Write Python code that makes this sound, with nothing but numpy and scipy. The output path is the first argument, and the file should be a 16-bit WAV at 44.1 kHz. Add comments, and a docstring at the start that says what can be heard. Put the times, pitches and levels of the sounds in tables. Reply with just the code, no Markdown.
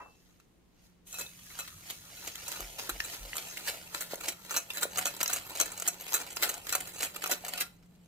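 """Kitchen counter: a wire whisk beats eggs and sugar in a thick glass bowl, close to a spaced pair of microphones.
Random grain contacts, swelling with each sweep, give the grind; short decaying bursts of them give the wire clatter.
Resonators and decaying tones ring the bowl; dry sugar hisses as filtered noise; short upward-gliding tones give
pops, thuds and snaps in the bowl. Low noise bands and tones shake the counter; a diffuse noise tail and quiet
coloured noise make the room."""
import sys
import numpy as np
from scipy import signal
from scipy.fft import rfft, irfft
from scipy.io import wavfile

SR = 44100
rng = np.random.default_rng(int(sys.argv[2]) if len(sys.argv) > 2 else 0)


def store_pcm(level_fs):
    """Save levels as 16-bit WAV."""
    pcm = np.round(np.clip(level_fs, -1, 1) * 32767).astype(np.int16)
    wavfile.write(sys.argv[1], SR, np.atleast_2d(pcm).T)


def linear_from_db(decibels):
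    """Turn decibels (scalar or array-like) into linear amplitude factors; 0 gives 1."""
    return 10 ** (np.asarray(decibels, float) / 20)


N = 355887  # samples

# wires meeting the wall, before the offsets below: start_s, level_1200_5000hz_db, level_above_db,
# t60_s (held to 0.005-0.25), ring_re_mid_db
CLATTER = [(0.4, -54.5, -61, 0.03, -5), (1.126, -57, -40, 0.036, -7), (1.142, -44, -40, 0.062, 7),
           (1.186, -37.5, -31, 0.1, 4), (1.214, -36.5, -33, 0.02, -2), (1.5896, -33.5, -31, 0.093, 1.5),
           (1.675, -35.5, -40, 0.053, -19), (1.8996, -33.5, -42, 0.049, -3.5),
           (1.9065, -28.5, -31.5, 0.03, -8), (2.274, -30, -31.5, 0.051, -7),
           (2.356, -32.5, -32.5, 0.012, -6), (2.4809, -37.5, -30, 0.039, 6),
           (2.518, -30.5, -31, 0.042, -2.5), (2.561, -40, -43, 0.043, 1.5), (2.605, -38, -36.5, 0.031, 4),
           (2.7913, -31, -38, 0.05, -5.5), (2.894, -25.5, -26.5, 0.044, 2.5),
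           (3.002, -23.5, -33, 0.018, -31), (3.0396, -37, -34.5, 0.11, -25), (3.356, -39.5, -39, 0.058, 5),
           (3.368, -28, -24, 0.014, -8), (3.38, -23.5, -30.5, 0.028, -13),
           (3.571, -26.5, -31.5, 0.027, -14), (3.596, -37, -38.5, 0.027, -4),
           (3.675, -23.5, -26.5, 0.057, -11), (3.695, -31.5, -34, 0.021, -2), (3.9468, -28, -32, 0.021, -2),
           (4.008, -24.5, -25, 0.08, -5), (4.156, -44.5, -35, 0.016, -14), (4.2099, -29, -32, 0.012, -14),
           (4.237, -30, -36, 0.064, -9), (4.259, -26, -30, 0.014, -19), (4.2846, -21.5, -22, 0.046, -11),
           (4.3223, -34.5, -38, 0.031, -7), (4.495, -33, -46.5, 0.028, -8.5), (4.509, -30, -32.5, 0.073, 1),
           (4.5438, -27.5, -35, 0.047, -4), (4.5645, -27.5, -26.5, 0.11, 5),
           (4.702, -29.5, -34, 0.071, -12), (4.7355, -33, -34, 0.2, -5.5), (4.7721, -27, -33.5, 0.051, 2),
           (4.811, -29, -29.5, 0.061, -8), (4.8235, -24.5, -33, 0.051, 0), (4.83, -24, -21, 0.041, -1.5),
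           (4.958, -25, -35, 0.026, -7.5), (4.9734, -27.5, -26.5, 0.042, 1),
           (4.9833, -24.5, -24, 0.057, 2.5), (5.0118, -29, -34, 0.095, -1),
           (5.056, -16.5, -22, 0.026, -2.5), (5.0677, -23.5, -28, 0.055, 1.5), (5.073, -31, -26, 0.04, -12),
           (5.1656, -49, -35, 0.014, -6.5), (5.205, -27, -34, 0.02, -4), (5.2111, -15, -21.5, 0.021, -13),
           (5.2299, -25, -22.5, 0.053, 2), (5.2593, -20.5, -41, 0.015, -14),
           (5.2776, -45, -24.5, 0.015, -7), (5.2975, -26, -30, 0.029, -4), (5.3309, -28.5, -23, 0.059, 1.5),
           (5.362, -27, -31, 0.024, -2), (5.552, -31.5, -35, 0.026, -4), (5.5605, -31, -36, 0.015, -3),
           (5.573, -29.5, -29, 0.015, -8.5), (5.586, -27.5, -34, 0.012, -11),
           (5.6008, -17, -20.5, 0.055, 1), (5.6112, -21.5, -20, 0.031, 0.5), (5.657, -32, -32, 0.03, -11),
           (5.718, -41, -36, 0.026, -2), (5.776, -35.5, -32.5, 0.021, -7),
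           (5.7991, -26.5, -25.5, 0.014, -13), (5.822, -24, -25, 0.018, -6), (5.8645, -26, -33, 0.031, -15),
           (5.8768, -23, -18, 0.022, -3.5), (5.883, -17.5, -16.5, 0.029, -7.5),
           (6.0104, -40, -40, 0.086, 4), (6.0661, -32, -43, 0.0098, -3), (6.08, -29, -32.5, 0.026, -9),
           (6.104, -45, -37, 0.02, -8), (6.123, -27, -38, 0.015, 0), (6.1327, -25.5, -48, 0.0044, 3),
           (6.1406, -24, -19.5, 0.078, 3), (6.2147, -33, -34.5, 0.028, 0), (6.266, -40, -45, 0.047, 2),
           (6.308, -43.5, -41, 0.027, 7), (6.362, -37, -31, 0.033, -12), (6.3683, -22.5, -34, 0.02, -2),
           (6.425, -14, -22, 0.028, -7), (6.4315, -18, -22.5, 0.08, -5), (6.4918, -25.5, -25.5, 0.047, -5),
           (6.541, -35, -34, 0.021, 3), (6.668, -31.5, -36, 0.023, -3), (6.6911, -28.5, -32.5, 0.032, -7),
           (6.7254, -24, -20, 0.017, -1), (6.7347, -27, -39, 0.022, -3), (6.7516, -23, -21.5, 0.032, 3),
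           (6.8043, -29, -30.5, 0.044, -7), (6.873, -40, -37, 0.047, 4), (6.9906, -35, -34.5, 0.025, -5),
           (7.007, -25.5, -30.5, 0.032, -6), (7.0232, -29, -30, 0.14, 5), (7.145, -37.5, -48, 0.037, -3),
           (7.1622, -29, -34, 0.026, -1.5), (7.22, -27.5, -33.5, 0.04, -14), (7.24, -24.5, -30.5, 0.029, 2),
           (7.2603, -25.5, -34, 0.041, 2), (7.274, -32, -27, 0.014, -6), (7.295, -32.5, -34, 0.05, -12),
           (7.314, -19, -21.5, 0.072, -0.5), (7.448, -29, -32, 0.029, -9), (7.4821, -30.5, -29, 0.041, -4),
           (7.577, -29, -34.5, 0.065, -8), (7.6044, -20, -22.5, 0.073, -16), (7.8266, -58, -69, 0.066, 0),
           (7.9498, -61, -77, 0.035, -11)]
# burst offsets: mid_db, low_db, high_db, ring_db
RATTLE_OFFSETS = [-3, -9.5, 0.5, -14]
# first-strike offsets: mid_db, low_db, high_db, ring_db
STRIKE_OFFSETS = [6.5, 2, 16, 9]
CLATTER_BASS_RE_MID_DB = -6.5
LEAD_IN_RE_RATTLE_DB, LEAD_IN_SWELL_60DB_S = -15, 0.022

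# handling before the whisk goes in: time_s, level_1200_5000hz_db, level_below_db, level_above_db
RUSTLE = [(0.0, -100, -43, -70), (0.05, -77, -55.5, -72), (0.12, -68.5, -67.5, -72),
          (0.34, -72, -100, -72.5), (0.45, -79, -87, -78), (0.56, -99, -87, -80), (0.75, -76, -91, -82),
          (0.85, -65, -72, -66), (0.93, -78, -100, -78.5), (1.04, -91, -91, -92)]
# sugar dragged round between sweeps, then dripping off the lifted whisk:
# time_s, level_1200_5000hz_db, level_below_db, level_above_db
STIR = [(1.071, -61, -80.5, -50.5), (1.13, -57, -76, -49.5), (1.36, -66, -80, -57), (2.0, -61, -81, -55),
        (2.2, -49.5, -65, -51.5), (2.6, -53.5, -56.5, -53), (3.6, -49, -55, -48), (4.4, -60, -66.5, -60),
        (5.5, -49.5, -52, -50), (5.95, -58, -57, -70), (6.3, -43.5, -49, -44), (6.6, -58.5, -58.5, -56.5),
        (6.9, -45, -51, -45), (7.1, -74, -72, -58), (7.6, -55, -52.5, -65), (7.75, -79, -81, -77),
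        (8.07, -67.5, -74, -68)]
# wires pressed along the wall: peak_s, level_1200_5000hz_db, swell_20db_s, fade_20db_s (both at least 0.01),
# bass_re_mid_db
SWEEPS = [(1.212, -41, 0.12, 0.08, -7), (1.592, -48.5, 0.45, 0.4, -17), (1.901, -44.5, 0.11, 0.13, -9),
          (2.292, -46, 0.35, 0.04, -5), (2.52, -42, 0.29, 0.43, -9.5), (2.787, -40.5, -0.01, 0.26, -5),
          (3.139, -41, 0.24, 0.09, -8), (3.379, -43, 0.24, 0.38, -9), (3.689, -38, 0.15, 0.18, -9),
          (3.943, -40, 0.04, 0.26, -6), (4.144, -39, 0.09, -0.14, -7.5), (4.302, -37.5, 0.21, 0, -5),
          (4.571, -37, 0.16, 0.03, -7), (4.836, -41.5, 0.09, 0.04, -1), (5.22, -46, 1, -0.2, -6),
          (5.329, -32.5, 0.08, 0.12, -13), (5.609, -41.5, 0.1, 0.14, -2.5), (5.87, -44, 0.95, -0.13, -9),
          (6.15, -37.5, 0.23, 0.09, -12), (6.442, -35, 0.05, 0.2, -6), (6.749, -33.5, 0.1, 0.04, -15),
          (7.032, -36, 0.14, 0.08, -8), (7.169, -46, 0.1, 0.34, -4.5), (7.33, -35, 0.09, 0.04, -3.5),
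          (7.48, -52, 0.3, 0.29, -3.5), (7.626, -41, 0.42, -0.005, -9.5)]
SWEEP_TREBLE_RE_MID_DB, GRIND_RING_RE_MID_DB = -0.6, -14.5

# colour of the contact: freq_hz, density_db_per_hz
CONTACT_SPECTRUM = [(120, -41), (250, -2.5), (500, -1.5), (1000, 1.5), (2000, -2), (3500, -4.5), (5100, 2),
                    (6500, 7.5), (10000, -1.5), (15500, -3.5), (16500, -58)]
# bowl modes under the scraping wires, before the shared gain: freq_hz, width_hz, level_db
BOWL_MODES = [(582, 8.5, -6.5), (752, 26, -9.5), (987, 170, -10.5), (1320, 260, -4.5), (2578, 16, -8),
              (4008, 50, -4), (1428, 35, -5), (6400, 470, -5), (7440, 120, -7), (12500, 680, -8.5)]

# loose dry sugar: freq_hz, density_db_per_hz
SUGAR_SPECTRUM = [(800, -40), (2000, -14), (3700, -4), (5150, -17), (5700, -4), (6400, 1.5), (7600, -3),
                  (11000, -4), (15500, -4), (16500, -50)]
SUGAR_LIKENESS, SUGAR_RE_GRIND_DB = 0.31, -1.8
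DRY_HALF_GONE_S, DRY_SHARE_MAX = 3.6, 0.9

# blows that ring clear: start_s, then level_db of each clear mode, low to high
CLEAR_BLOWS = [(1.129, -62, -58, -56, -55, -50), (1.144, -66, -54, -42.5, -46, -54),
               (1.186, -62, -50.5, -54, -52, -46), (1.208, -66, -57, -43, -59, -64),
               (1.594, -68, -59, -47.5, -44, -50), (2.171, -63, -53, -53, -46, -69),
               (2.463, -59, -50, -53, -42, -56.5), (3.039, -70, -60, -53, -40, -53),
               (4.285, -56, -54, -62, -34, -35), (4.566, -43, -43, -36.5, -31, -28.5),
               (4.831, -51, -50, -58, -34, -39), (5.074, -46, -57, -41, -37, -39),
               (5.278, -51.5, -61, -48, -32, -35), (5.611, -41, -51, -44, -28, -30),
               (5.657, -62, -61, -48, -49, -58.5), (5.884, -43.5, -51, -47, -37, -34),
               (6.141, -54, -37, -36, -29.5, -38), (6.432, -39.5, -41, -51, -37, -47),
               (6.492, -51, -45, -49, -35.5, -52), (6.544, -49, -52, -64, -45, -58),
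               (6.726, -50, -34, -35, -33, -32), (7.242, -54, -49, -48, -41, -44),
               (7.315, -44, -33, -37, -47, -29), (7.544, -49, -45, -44, -51, -58),
               (7.607, -52, -52, -41, -34, -40), (7.633, -58, -44, -68, -54, -46.5)]
# clear modes: pitch_hz, bare_wall_t60_s, under_batter_t60_s
CLEAR_MODES = [(700, .25, .15), (1428, .25, .12), (2578, .3, .15), (4008, .2, .1), (5685, .2, .09)]
# random pitch spread of the later rings, blow to blow, for each clear mode: share of pitch
RING_DETUNE = [.04, .015, .003, .005, .003]
COATED_FROM_S = 2.0

# short pitched pops, thuds and snaps in the bowl: start_s, level_db, start_pitch_hz, t60_s
POPS = [(1.205, -44.5, 507, 0.072), (1.2635, -35, 3600, 0.028), (1.505, -42, 2080, 0.025),
        (1.9, -33, 3700, 0.03), (2.272, -45, 322, 0.05), (2.3562, -26, 3150, 0.007),
        (2.597, -39, 360, 0.041), (2.891, -34, 331, 0.06), (3.0031, -16, 1720, 0.014),
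        (3.3318, -23, 1900, 0.011), (3.332, -26.5, 2750, 0.012), (3.572, -29, 2030, 0.018),
        (3.574, -29, 2700, 0.02), (4.1347, -16, 560, 0.009), (4.545, -26.5, 1470, 0.018),
        (4.7037, -26.5, 2640, 0.028), (4.704, -25.5, 3450, 0.019), (4.8535, -20.5, 520, 0.013),
        (5.2115, -20, 460, 0.006), (7.295, -27, 700, 0.033), (7.439, -35.5, 700, 0.042)]
# something set down on the counter: start_s, level_db, pitch_hz, t60_s
KNOCK = [(.004, -45, 1250, 0.1), (.004, -39, 995, 0.071), (.004, -54, 853, 0.13), (.004, -52, 1910, 0.098),
         (.01, -55, 2660, 0.49)]
MIC_LAG_SAMPLES = 4  # the left microphone hears the bowl later

# low sounds through the counter: time_s, hum_rms_db, rumble_db
COUNTER = [(0.0, -74, -71), (0.54, -74, -75.5), (1.1, -67.5, -74.5), (1.19, -65.5, -65.5),
           (3.26, -68.5, -62), (3.42, -65.5, -66), (4.23, -62.5, -67.5), (4.7, -66, -68.5),
           (4.96, -59, -64.5), (5.53, -69, -65.5), (5.77, -62.5, -69), (6.54, -67.5, -62),
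           (8.07, -59.5, -71.5)]
# counter shaken by the stroke: start_s, level_db, start_pitch_hz, t60_s
SHAKES = [(2.61, -35, 42.2, 0.29), (2.91, -36, 43, 0.35), (3.2, -33, 41.4, 0.3)]
HUM_HZ, HUM_WIDTH_HZ = 177.3, 7.3

# room noise colour: freq_hz, density_db_per_hz (relative)
ROOM_SPECTRUM = [(12, -45), (20, -9.5), (60, -10), (86, -20), (305, -18), (634, -28), (750, -28.5),
                 (1280, -34), (3000, -36.5), (16500, -50.5)]
# room noise: freq_hz, left_right_likeness
ROOM_LIKENESS = [(60, 0.36), (950, 0.11), (15000, 0.05)]
ROOM_RMS_DB = -66
KITCHEN_T60_S, KITCHEN_RE_BOWL_DB = 0.32, -13.5


def rms_one(x):
    """Scale to unit rms."""
    return x / np.sqrt(np.mean(x ** 2) + 1e-20)


def drift(corner_hz):
    """Slow random wander of unit rms: noise through two equal poles, made at SR / 20."""
    r = np.exp(-40 * np.pi * corner_hz / SR)
    noise = rng.standard_normal(N // 20 + 2002)
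    slow = signal.lfilter([1], [1, -2 * r, r * r], noise)[2000:]
    return np.interp(np.arange(N) / 20, np.arange(len(slow)), rms_one(slow))


def at_hz(points, hz):
    """Read a two-column table on a log frequency axis."""
    table_hz, value = np.transpose(points)
    return np.interp(np.log(np.maximum(hz, 1)), np.log(table_hz), value)


def colour(x, spectrum):
    """Causal minimum-phase filter, built from the folded cepstrum of the spectrum."""
    log_gain = at_hz(spectrum, np.linspace(0, SR / 2, 2049)) * np.log(10) / 20
    cepstrum = irfft(log_gain)
    cepstrum[1:2048] *= 2
    cepstrum[2049:] = 0
    impulse = irfft(np.exp(rfft(cepstrum)))[None, :2048]
    return signal.oaconvolve(x, impulse)[:, :N]


def filtered(x, edges_hz, kind):
    """Second-order Butterworth filter."""
    return signal.sosfilt(signal.butter(2, edges_hz, kind, fs=SR, output="sos"), x)


def resonance(x, hz, width_hz):
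    """Two-pole resonance, gain 1 on top."""
    r = np.exp(-np.pi * width_hz / SR)
    poles = [1, -2 * r * np.cos(2 * np.pi * hz / SR), r * r]
    return signal.lfilter([(1 - r * r) / 2, 0, (r * r - 1) / 2], poles, x)


def grains(per_s, spread_db):
    """Random clicks of very uneven size and either sign, rms 1."""
    sizes = linear_from_db(spread_db * np.minimum(rng.exponential(1, N), 5)) * rng.choice([-1, 1], N)
    return rms_one(sizes * (rng.random(N) < per_s / SR))


def struck(rows, rise_s, glide):
    """Decaying tones; pitch glides by a share of 2 * glide over each t60."""
    out = np.zeros(N)
    for start_s, level_db, hz, t60_s in rows:
        i = round(start_s * SR)
        t = np.arange(int(SR * t60_s)) / SR
        envelope = linear_from_db(level_db - 60 * t / t60_s) * (1 - np.exp(-t / rise_s))
        out[i:i + len(t)] += envelope * np.sin(2 * np.pi * hz * t * (1 + glide * t / t60_s))
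    return out


def lag_left(x, samples):
    """Stereo pair from one signal, left later."""
    return np.array([np.roll(x, samples), x])


def whisk():
    """Grain contacts and wire strikes, heard directly in three bands and through the bowl modes."""
    env, strikes, dry_high = contact_envelopes()
    touch = grains(per_s=7000, spread_db=4.5) + 0.3 * rng.standard_normal(N)
    mid, low, high, ring = touch * env + strikes
    reference, low, mid, high = colour(np.array([touch, low, mid, high]), CONTACT_SPECTRUM)
    contact = 0
    for x, edges_hz, kind in [(low, [220, 1200], "band"), (mid, [1200, 5000], "band"), (high, 5000, "high")]:
        # steady touch would have rms 1 in each band
        contact = contact + filtered(x, edges_hz, kind) / np.std(filtered(reference, edges_hz, kind))
    direct = two_ears(contact, mean_lag=MIC_LAG_SAMPLES, lag_swing=2.5, slap_db=-11)
    return direct + bowl_ring(ring) + sugar_hiss(dry_high)


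def contact_envelopes():
    """Grind and clatter strength (mid, low, high, ring), first strikes, and the dry sugar's treble strength."""
    mid, low, high = grind_levels()
    # single wires tick on the glass
    tick_decay = linear_from_db(-60 / (0.01 * SR))
    ticks = signal.lfilter([1], [1, -tick_decay], np.abs(grains(per_s=140, spread_db=4.5)) * 0.05)
    bare = 1 - dryness()
    uneven = linear_from_db(2.0 * bare * drift(21.0)) * (0.95 + bare * ticks)  # wires catch and slip
    env = np.array([mid, low, high * np.sqrt(bare), mid * linear_from_db(GRIND_RING_RE_MID_DB)]) * uneven
    strikes = np.zeros((4, N))
    lead_s = np.arange(int(SR * LEAD_IN_SWELL_60DB_S), 0, -1) / SR
    for start_s, mid_db, high_db, t60_s, ring_db in CLATTER:
        i, t60_s = round(start_s * SR), np.clip(t60_s, .005, .25)
        t = np.arange(min(N - i, int(SR * t60_s))) / SR
        level_db = np.array([mid_db, mid_db + CLATTER_BASS_RE_MID_DB, high_db, mid_db + ring_db])
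        rattle_db = (level_db + RATTLE_OFFSETS)[:, None]
        rise = 1 - np.exp(-(t / (0.025 * t60_s)) ** 2)
        env[:, i:i + len(t)] += linear_from_db(rattle_db - 60 * t / t60_s) * rise
        # neighbouring wires brush the wall just before
        lead_db = rattle_db + LEAD_IN_RE_RATTLE_DB - 60 * lead_s / LEAD_IN_SWELL_60DB_S
        env[:, i - len(lead_s):i] += linear_from_db(lead_db)
        strikes[:, i + 8] += linear_from_db(level_db + STRIKE_OFFSETS)
    return env, strikes, high * np.sqrt(1 - bare)


def grind_levels():
    """Mid, low and high grind strength: rustle, then stirring, with sweeps adding power as they swell and fade."""
    t = np.arange(N) / SR
    time_s, *levels_db = np.transpose(RUSTLE + STIR)
    power = np.array([linear_from_db(2 * np.interp(t, time_s, db)) for db in levels_db])
    whisking = t > STIR[0][0]
    for peak_s, mid_db, swell_s, fade_s, bass_db in SWEEPS:
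        swell_s, fade_s = max(swell_s, .01), max(fade_s, .01)
        i, j = int(max(peak_s - 2 * swell_s, 0) * SR), int((peak_s + 2 * fade_s) * SR)
        from_peak_s = t[i:j] - peak_s
        press_db = mid_db - 20 * np.maximum(-from_peak_s / swell_s, from_peak_s / fade_s)
        bands_db = press_db + np.array([[0], [bass_db], [SWEEP_TREBLE_RE_MID_DB]])
        power[:, i:j] += linear_from_db(2 * bands_db) * whisking[i:j]
    return np.sqrt(power)


def two_ears(x, mean_lag, lag_swing, slap_db):
    """The contact circles the bowl: lag and early slaps off wall and counter change from place to place."""
    places, t = 12, np.arange(500) / SR
    angle = np.cumsum(3.4 + 2.0 * drift(3.013)) / SR * places  # wandering, mean 3.4 laps/s
    out = np.zeros((2, N + len(t) + 40))
    for k in range(places):
        distance = (angle - k + places / 2) % places - places / 2
        nearness = np.cos(np.pi / 2 * np.clip(distance, -1, 1))
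        slap_envelope = linear_from_db(slap_db - 60 * t / 0.017) * np.minimum(t / 0.0002, 1)
        slaps = rng.standard_normal((2, len(t))) * slap_envelope
        slaps = signal.lfilter([1, -1], [1, -.9], slaps)  # long waves reach both microphones alike
        slaps[:, 0] = 1
        slaps /= np.sqrt(np.sum(slaps ** 2, axis=1, keepdims=True))
        heard = signal.oaconvolve((x * nearness)[None], slaps, axes=1)
        lag = int(np.clip(20 + mean_lag + lag_swing * np.sin(2 * np.pi * k / places), 0, 40))
        out[0, lag:lag + heard.shape[1]] += heard[0]
        out[1, 20:20 + heard.shape[1]] += heard[1]
    return rms_one(out[:, 20:20 + N]) * np.std(x)


def bowl_ring(drive):
    """Bowl modes as resonators; the moving contact meets nodes and bellies, lobes swing between microphones."""
    glass = np.zeros((2, N))
    early = np.exp(-np.maximum(np.arange(N) / SR - 1.2, 0) / 0.39)
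    for hz, width_hz, level_db in BOWL_MODES:
        early_db = 8 * np.exp(-(np.log(hz / 3100) / 0.4) ** 2)  # early ringing is stronger around 3 kHz
        strength = linear_from_db(level_db + early_db * early + 19.5 + 3.96 * drift(12.5))
        sway = linear_from_db(2.0 * drift(11.4))
        left = resonance(drive * strength * sway, hz, width_hz)
        right = resonance(drive * strength / sway, hz, width_hz)
        lag = int(min(hz / 1500, 1) * SR / hz / 4)  # quarter cycle above 1500 Hz
        glass += [np.roll(left, lag), right]
    return glass


def dryness():
    """Share of the grind running through loose dry sugar, falling along a logistic curve."""
    return DRY_SHARE_MAX / (1 + np.exp((np.arange(N) / SR - DRY_HALF_GONE_S) / 0.5))


def sugar_hiss(level):
    """Countless dry grains sliding all over the bowl: fine, even, wide, partly shared noise."""
    common = rng.standard_normal(N) + 0.85 * grains(per_s=4000, spread_db=7.0)
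    apart = rng.standard_normal((2, N))
    shared = np.sqrt(SUGAR_LIKENESS) * lag_left(common, MIC_LAG_SAMPLES)
    hiss = colour(shared + np.sqrt(1 - SUGAR_LIKENESS) * apart, SUGAR_SPECTRUM)
    return linear_from_db(SUGAR_RE_GRIND_DB) * level * rms_one(hiss)


def clear_rings():
    """Blows leave pure decaying modes, long on the bare wall, short under batter; later pitches vary by blow."""
    shifts = 1 + rng.standard_normal((len(CLEAR_BLOWS), len(CLEAR_MODES))) * RING_DETUNE
    rows = []
    for (start_s, *levels_db), blow_shifts in zip(CLEAR_BLOWS, shifts):
        for level_db, shift, (hz, bare_t60_s, coated_t60_s) in zip(levels_db, blow_shifts, CLEAR_MODES):
            if start_s < COATED_FROM_S:
                rows.append((start_s, level_db, hz, bare_t60_s))
            else:
                rows.append((start_s, level_db, hz * shift, coated_t60_s))
    return struck(rows, rise_s=0.00061, glide=0)


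def bowl_pops():
    """Short pitched pops, thuds and snaps: decaying tones gliding slightly upward, bass cut below 180 Hz."""
    return filtered(struck(POPS, rise_s=0.0005, glide=0.1), 180, "high")


def counter_knock():
    """Something set down on the counter: decaying modes at fixed pitch."""
    return struck(KNOCK, rise_s=0.00087, glide=0)


def counter_rumble():
    """Wavering narrow-band hum, lumpy bass noise and a few clear wobbles falling in pitch."""
    time_s, *levels_db = np.transpose(COUNTER)
    hum_db, rumble_db = [np.interp(np.arange(N) / SR, time_s, db) for db in levels_db]
    hum = resonance(rng.standard_normal(N), HUM_HZ, HUM_WIDTH_HZ)
    # part-levelled: wavers less than plain noise would
    hum = rms_one(hum / (np.abs(signal.hilbert(hum)) + 0.4 * np.std(hum)))
    lumps = rms_one(filtered(rng.standard_normal(N), [45, 150], "band"))
    wobbles = struck(SHAKES, rise_s=0.027, glide=-.05)
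    return linear_from_db(hum_db) * hum + linear_from_db(rumble_db + 2.0 * drift(6.2)) * lumps + wobbles


def kitchen(x):
    """Diffuse tail, its own in each channel, duller as it dies."""
    t = np.arange(int(SR * .4)) / SR
    noise = rng.standard_normal((2, len(t)))
    dull = signal.lfilter([.3], [1, -.7], noise)
    tail = dull * linear_from_db(-60 * t / KITCHEN_T60_S) + noise * linear_from_db(-100 * t / KITCHEN_T60_S)
    tail *= np.minimum(t / 0.0088, 1)
    return signal.oaconvolve(x, tail / np.sqrt(np.sum(tail ** 2) / 2), axes=1)[:, :N]


def room_noise():
    """Rumble and hiss: coloured noise, more alike between channels in the bass."""
    mid, side = rfft(colour(rng.standard_normal((2, N)), ROOM_SPECTRUM))
    alike = np.clip(at_hz(ROOM_LIKENESS, np.linspace(0, SR / 2, len(mid))), -1, 1)
    stereo = irfft(np.sqrt(1 + alike) * mid + np.sqrt(1 - alike) * side * [[1], [-1]], N)
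    return linear_from_db(ROOM_RMS_DB) * rms_one(stereo)


def scene():
    """Bowl sounds and knock with their kitchen tail, over counter and room noise."""
    tones = bowl_pops() + counter_knock()
    bowl = whisk() + lag_left(tones, MIC_LAG_SAMPLES) + lag_left(clear_rings(), MIC_LAG_SAMPLES // 2)
    direct = bowl * linear_from_db(np.array([[-.1], [.1]]))  # left, right dB
    return direct + linear_from_db(KITCHEN_RE_BOWL_DB) * kitchen(bowl) + counter_rumble() + room_noise()


def low_pass(x):
    """Removes everything above the highest recorded frequency."""
    return signal.sosfilt(signal.butter(12, 17130, fs=SR, output="sos"), x)


def record(dry):
    """Low-pass the mix: 40 dB down from 16400 Hz up."""
    mix = signal.sosfilt(signal.cheby2(10, 40, 16400, fs=SR, output="sos"), dry)
    return low_pass(mix)


dry = scene()
out = record(dry)
store_pcm(out)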